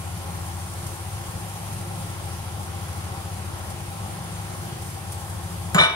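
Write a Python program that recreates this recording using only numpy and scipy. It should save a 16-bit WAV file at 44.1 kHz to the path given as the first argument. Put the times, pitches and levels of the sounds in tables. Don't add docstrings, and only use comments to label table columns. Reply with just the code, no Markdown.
import sys
import numpy as np
from scipy import signal
from scipy.fft import rfft, irfft
from scipy.io import wavfile
from scipy.ndimage import uniform_filter1d

SR = 44100
rng = np.random.default_rng(int(sys.argv[2]) if len(sys.argv) > 2 else 0)


def dump(signal):
    limited = np.clip(np.atleast_2d(signal).T, -1, 1)
    pcm = np.round(limited * 32767).astype(np.int16)
    wavfile.write(sys.argv[1], SR, pcm)


N = 262395

# multiple, mean level/dB, wavering/dB
SHAFT_TONES = [(3.906, -54, -1), (4.98, -50.5, -0.5), (23.9, -56, -2.5)]
# f/Hz, level/dB per Hz
AIR_SPECTRUM = [(20, -45), (45, -13), (65, -13.5), (80, -1.5), (115, 2), (160, -1.5), (205, -7.5),
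                (275, -20), (330, -13), (440, -15), (630, -13.5), (970, -12), (1200, -15.5), (1650, -18.5),
                (3500, -25), (7000, -29.5), (10000, -83)]
# f/Hz, width/Hz, level/dB
DUCT_RESONANCES = [(178, 40, 1.5), (226, 13, -2.5), (300, 26.6, 4), (354, 61, 5), (538, 9.3, 5),
                   (793.8, 64, 8), (1082.7, 29, 6.5), (1346, 68, 4), (3220, 1000, 3), (4764, 400, 2.5)]
# f/Hz, likeness (0-1)
AIR_LIKENESS = [(40, 0.955), (200, 0.947), (270, 0.15), (350, 0.32), (500, 0.47), (700, 0.68), (900, 0.995),
                (1000, 0.6), (1300, 0.31), (1600, 0.546), (1900, 0.037), (7000, 0.095)]
# f/Hz, left minus right/dB
AIR_BALANCE = [(30, -1.5), (45, 0.5), (70, 2.5), (90, 3.5), (200, 0.5), (350, -2.5), (800, 5.5),
               (1100, 3.5), (1350, 0), (1700, -0.5), (2000, -0.1), (7000, -2)]
# f/Hz, level/dB per Hz
HISS_SPECTRUM = [(2000, -12), (4000, -9), (6000, -3.5), (7800, -3.5), (9400, 1), (10500, -2.5), (13000, -3),
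                 (14300, -2.5), (15800, -7.5)]
# f/Hz, likeness (0-1)
HISS_LIKENESS = [(3000, 0.4), (6000, 0.17), (8000, 0.866), (9500, 0.9), (11500, 1), (14000, 1), (15000, 1),
                 (15800, 0.23)]
# t/s, relative level/dB
HISS_SWELLS = [(0, 0.16), (.9, 1.4), (2.1, .5), (3.1, -0.71), (3.95, -0.5), (4.9, 0.2), (5.72, 0.13)]
# t/s, initial level over the hiss/dB
SPIT_EVENTS = [(0.8674, 6), (1.7296, 4), (2.8864, -2), (3.7025, 6.5), (4.8194, 2.5), (5.1228, 8.5),
               (5.2994, 3)]
# t/s, strength/dB, share on the hopper (0-1), brightness/dB per octave, knock level/dB, knock f/Hz
BLOW_EVENTS = [(5.7459, -4.5, 0, 2.5, -21, 1000), (5.762, -14, 0.6, -6.5, -17, 640),
               (5.7785, -15, .45, -8, -7, 1180), (5.7836, -4, 0.8, -2, 6, 1250),
               (5.7866, -7, 0.85, 0, -14, 630), (5.800, -2.5, 0.84, 2.5, -3, 3720),
               (5.8114, -6, 0.8, 3, -4.5, 614), (5.8167, -10, 0.5, -3.5, -6, 1100),
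               (5.835, -6.5, 0.86, 3.5, -11.5, 3450), (5.850, -17, 0.65, 0, -12, 1280),
               (5.858, -15, 0.77, -5.5, -20, 656), (5.896, -19, 0.8, -1, -26, 3000),
               (5.925, -28.5, 0.58, 2.5, -28, 873)]
# f/Hz, level/dB per Hz
CLANK_SPECTRUM = [(150, -18), (250, -3), (450, 2), (634, 6), (784, 2.5), (1230, 8), (1900, 0), (2670, -0.5),
                  (3600, 0), (4660, -13), (5600, -5), (6300, -20), (7800, -36), (13200, -60)]
# f/Hz, time to fall 60 dB/s
CLANK_DECAY = [(300, 0.19), (1000, 0.21), (4000, 0.11), (12000, 0.06)]
# f/Hz, left minus right/dB
STEEL_BALANCE = [(100, 5), (400, -3), (620, 7), (1026, -5.5), (1250, -1), (1785, 9.5), (2300, 0), (3000, 4),
                 (3725, 1), (5600, 1), (7100, -2.5), (8900, -0.5)]
# f/Hz, lead of the left port/rad
STEEL_PHASE = [(100, 0.31), (400, 0.76), (620, 1.4), (1026, 1.7), (1250, 0.98), (1785, 2.3), (2300, 2.58),
               (3015, 4.335), (3725, 3.9), (4060, 5.5), (5600, 4.6), (7100, 4.3), (8860, 5.9), (10100, 6.7),
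               (13600, 9.1), (15500, 9.7)]
# f/Hz, time to fall 60 dB/s
ROOM_DECAY = [(150, .08), (500, .35), (1000, .45), (4000, .4), (12000, .2)]
# f/Hz, relative level/dB, time to fall 60 dB/s, share of the loose hopper (0-1)
STEEL_MODES = [(394, -18.5, 0.27, 0.3), (606, -8, 0.16, 0.44), (655, -9, 0.27, 0.65), (897, -13, 0.52, 0.6),
               (1026, -6, 0.34, 0.54), (1091, -10, 0.25, 0.6), (1160, -12, 0.2, 0.4), (1205, -8, 0.3, 0.6),
               (1269, -7, 0.33, 0.37), (1502, -7.5, 0.25, 0.5), (1774, -4.5, 0.085, 0.82),
               (1880, -4, 0.067, 0.7), (1955, -8, .15, 0.6), (2140, -16, .2, .7), (2298, 4.5, 0.11, 0.78),
               (2378, -10, .15, 1), (2994, -13.5, 0.32, 1), (3013, -10.5, 0.35, 0.9), (3439, -14, 0.3, 1),
               (3474, -12, .3, 0.95), (3560, -16, .12, 1), (3661, 0, 0.18, 1), (3734, -6, 0.26, 0.89),
               (4028, -16, 0.18, 0.95), (4026, -12.5, 0.22, 0.78), (4930, -25, 0.4, 0.34),
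               (5560, -20.5, 0.25, 0.97), (5614, -18.5, 0.21, 0.83), (7070, -12.5, 0.12, 0.06),
               (8864, -23.5, 0.34, 0.6), (9060, -30, .3, .6), (10086, -28.5, 0.2, 0.54),
               (12700, -24, .12, 0), (13601, -39, 0.11, 0.9)]

BLADE_HZ, IN_STEP_S = (85.87, 86.25), 0.35
BLADE_DB, OCTAVE_DB = -42.5, -50.5
HUM_HZ, HUM_DB = 99.97, -38.0
AIR_DB, AIR_LAG_S = -35.5, 0.0002

HISS_DB, HISS_LAG_S = -42, 1.05e-4
SPIT_MS = 6.9

CRACK_S, CRACK_DB, CRACK_MS, CRACK_HZ = 5.7455, -20, 8, 7000
THUD_S, THUD_HZ, THUD_DB, THUD_LENGTH_S = 5.7468, 175, -6, 0.02
SNAP_DB, SNAP_MS, SNAP_HZ = -11, 1.6, 2600
RING_DB = -4
CLANK_DB, CLANK_GROWTH = -6, 0.41
CLANK_GRAIN_DB = 2.5
FRAME_DULL_DB = -2.5
KNOCK_CYCLES = 28
COUNTER_HZ, COUNTER_DB, COUNTER_T60_S = 150.7, -8, 0.16
CONTACT_DB = -1.8
SETTLE_S, SETTLE_LENGTH_S, SETTLE_DB = 5.868, 0.008, -11

RUMBLE_CUT_HZ, EDGE_HZ = 33, 15760


def gain_of(db):
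    return 10 ** (np.asarray(db) / 20)


def evened(x):
    return x / np.sqrt(np.mean(x ** 2) + 1e-20)


def read(points, hz):
    f, value = np.transpose(points)
    return np.interp(np.log(hz + 1), np.log(f + 1), value)


def drift(t, slow_hz, fast_hz):
    total = 0
    for f in np.geomspace(slow_hz, fast_hz, 24):
        total = total + np.sin(2 * np.pi * (f * t + rng.random())) / np.sqrt(f)
    return evened(total)


def patches(hz, t, bins, steps):
    field = rng.standard_normal((len(t), len(hz))).T
    across_hz = uniform_filter1d(field, bins, axis=0)
    return evened(uniform_filter1d(across_hz, steps, axis=1))


def stereo_noise(size, field_db, likeness, lead, balance_db):
    frames, hz = 4 * N // size + 5, np.fft.rfftfreq(size, 1 / SR)
    a, b, c, d = rng.standard_normal((frames, len(hz), 4)).T
    same = np.clip(likeness(hz), 0, 1)[:, None]
    left = a + 1j * b
    right = same * left + np.sqrt(1 - same ** 2) * (c + 1j * d)
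    right = right * np.exp(-1j * lead(hz))[:, None]
    half = gain_of(balance_db(hz) / 2)[:, None]
    spectra = np.array([left * half, right / half])
    spectra *= gain_of(field_db(hz, np.arange(frames) * size / 4 / SR))
    waves = signal.istft(spectra, nperseg=size, noverlap=3 * size // 4)[1]
    return evened(waves[:, :N])


def ports(x, balance, lead):
    padded = N + 4096
    hz = np.fft.rfftfreq(padded, 1 / SR)
    half = gain_of(read(balance, hz) / 2) * np.exp(0.5j * lead(hz))
    return irfft(rfft(x, padded) * np.array([half, 1 / half]), padded)[:, :N]


def air_lead(hz):
    return 2 * np.pi * hz * AIR_LAG_S


def fan_tones():
    t = np.arange(N) / SR
    tones = gain_of(HUM_DB) * np.cos(2 * np.pi * HUM_HZ * t)
    for hz in BLADE_HZ:
        phase = 2 * np.pi * hz * (t - IN_STEP_S)
        tones += gain_of(BLADE_DB) * np.cos(phase)
        tones += gain_of(OCTAVE_DB) * np.cos(2 * phase)
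    shaft_hz = BLADE_HZ[1] / 6
    for multiple, db, waver_db in SHAFT_TONES:
        waver = np.interp(t, t[::400], drift(t[::400], 0.35, 2.52))
        sine = np.sin(2 * np.pi * (multiple * shaft_hz * t + rng.random()))
        tones += gain_of(db + waver_db * waver) * sine
    return ports(np.sqrt(2) * tones, AIR_BALANCE, air_lead)


def air():
    def field_db(hz, t):
        duct_db = sum(db / (1 + (2 * (hz - f) / width) ** 2) for f, width, db in DUCT_RESONANCES)
        steady_db = (read(AIR_SPECTRUM, hz) + duct_db)[:, None]
        return steady_db + 0.95 * patches(hz, t, bins=24, steps=10) + 0.5 * drift(t, 0.2, 10.0)

    rush = stereo_noise(2048, field_db, lambda hz: read(AIR_LIKENESS, hz),
                        air_lead, lambda hz: read(AIR_BALANCE, hz))
    return gain_of(AIR_DB) * rush


def pot():
    def field_db(hz, t):
        swell_t, swell_db = np.transpose(HISS_SWELLS)
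        level_db = read(HISS_SPECTRUM, hz)[:, None] + np.interp(t, swell_t, swell_db)
        spit_power = 0
        for at, over_db in SPIT_EVENTS:
            decay = np.exp(-np.maximum(t - at, 0) * 1000 / SPIT_MS)
            spit_power = spit_power + gain_of(over_db) ** 2 * decay * (t > at - 0.0015)
        flicker = np.minimum(rng.exponential(1, len(t)), 5) - 1
        level_db = level_db + 10 * np.log10(1 + spit_power) + 1.35 * uniform_filter1d(flicker, size=3)
        return level_db + 0.705 * patches(hz, t, bins=10, steps=40) + 0.5 * drift(t, 2.5, 30.0)

    hiss = stereo_noise(256, field_db, lambda hz: read(HISS_LIKENESS, hz),
                        lambda hz: 2 * np.pi * hz * HISS_LAG_S, lambda hz: 0 * hz)
    return gain_of(HISS_DB) * hiss


def tick(t, db, decay_ms, corner_hz):
    pole = np.exp(-2 * np.pi * corner_hz / SR)
    burst = signal.lfilter([1, -1], np.poly([pole, pole]), rng.standard_normal(len(t)))
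    return gain_of(db) * burst * np.exp(-t * 1000 / decay_ms)


def thud(t):
    swell = np.sin(np.pi * np.minimum(t / THUD_LENGTH_S, 1))
    return gain_of(THUD_DB) * swell * np.sin(2 * np.pi * THUD_HZ * t)


def ring(s, on_hopper, tilt_db, t):
    hz, db, t60, hopper = np.transpose(STEEL_MODES)[:, :, None]
    fed = (1 - hopper) * (1 - on_hopper) + hopper * on_hopper
    spot_db = 1.5 * rng.standard_normal(hz.shape)
    slip = 0.8 * rng.standard_normal(hz.shape)
    level_db = db + spot_db + tilt_db * np.log2(hz / 2000) - 60 * t / t60
    if s < SETTLE_S:
        settled = np.clip((t + s - SETTLE_S) / SETTLE_LENGTH_S, 0, 1)
        level_db += np.minimum(hz / 4000, 1) * SETTLE_DB * settled
    for later in BLOW_EVENTS:
        if later[0] > s + 0.006:
            level_db += CONTACT_DB * np.clip((t + s - later[0]) / 0.002, 0, 1)
    return (fed * gain_of(level_db) * np.sin(2 * np.pi * hz * (t + s) + slip)).sum(0)


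def clank(t, on_hopper):
    hz, frames, z = signal.stft(rng.standard_normal(len(t)), SR, nperseg=128)
    dull_db = FRAME_DULL_DB * (1 - on_hopper) * np.log2(1 + hz / 1000)
    start_db = (read(CLANK_SPECTRUM, hz) + dull_db)[:, None]
    fall_db = 60 * frames / read(CLANK_DECAY, hz)[:, None]
    wave = signal.istft(z * gain_of(start_db - fall_db), SR, nperseg=128)[1]
    grain = evened(uniform_filter1d(rng.standard_normal(len(t)), size=60))
    return wave[:len(t)] * gain_of(CLANK_GRAIN_DB * grain)


def slicer():
    t, out = np.arange(SR // 4) / SR, np.zeros(N + SR)

    def add(s, sound):
        out[round(s * SR):][:len(t)] += sound

    add(CRACK_S, tick(t, CRACK_DB, CRACK_MS, CRACK_HZ))
    add(THUD_S, thud(t))
    counter = gain_of(COUNTER_DB - 60 * t / COUNTER_T60_S) * np.sin(2 * np.pi * COUNTER_HZ * t)
    build_up = 1 - np.exp(-t / 0.0005)
    for s, db, on_hopper, tilt_db, knock_db, knock_hz in BLOW_EVENTS:
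        knock_level_db = knock_db - 60 * t * knock_hz / KNOCK_CYCLES
        blow = gain_of(knock_level_db) * np.sin(2 * np.pi * knock_hz * t)
        blow += gain_of(RING_DB + db) * ring(round(s * SR) / SR, on_hopper, tilt_db, t)
        blow += gain_of(CLANK_DB + CLANK_GROWTH * db) * clank(t, on_hopper)
        snap = tick(t, db + SNAP_DB, SNAP_MS, SNAP_HZ)
        blow += on_hopper * (gain_of(db) * counter + snap)
        add(s, blow * build_up)
    return out[:N]


def kitchen(x):
    taps = np.zeros((2, SR // 2))
    at = np.arange(100, SR // 2 - 20, 20)
    at = at + rng.integers(0, 20, (2, len(at)))
    np.put_along_axis(taps, at, rng.choice([-1.0, 1.0], at.shape), 1)
    hz, t, z = signal.stft(taps, SR, nperseg=256)
    tail = signal.istft(z * gain_of(-60 * t / read(ROOM_DECAY, hz)[:, None]), SR, nperseg=256)[1]
    tail = tail / np.linalg.norm(tail[0])
    return signal.fftconvolve(x[None, -SR:], tail, axes=1)[:, :SR]


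def scene():
    out = fan_tones() + air() + pot()
    steel = slicer()
    out += ports(steel, STEEL_BALANCE, lambda hz: read(STEEL_PHASE, hz))
    out[:, -SR:] += gain_of(-8.0) * kitchen(steel)
    return out


def record(dry):
    rumble_cut = signal.butter(4, RUMBLE_CUT_HZ, "high", fs=SR, output="sos")
    dry = signal.sosfilt(rumble_cut, dry)
    power = uniform_filter1d((dry ** 2).mean(0), 300)
    power_db = 10 * np.log10(abs(power) + 1e-12)
    fall_db = np.arange(N) * 9.9 / SR
    held_db = np.maximum.accumulate(power_db + fall_db) - fall_db
    over_db = np.maximum(held_db + 21.5, 0)
    ducked = dry / gain_of(0.46 * uniform_filter1d(over_db, 200))
    low_pass = signal.firwin(1023, EDGE_HZ, window=("kaiser", 10), fs=SR)
    return signal.oaconvolve(ducked, low_pass[None], "same")


dry = scene()
out = record(dry)
dump(out)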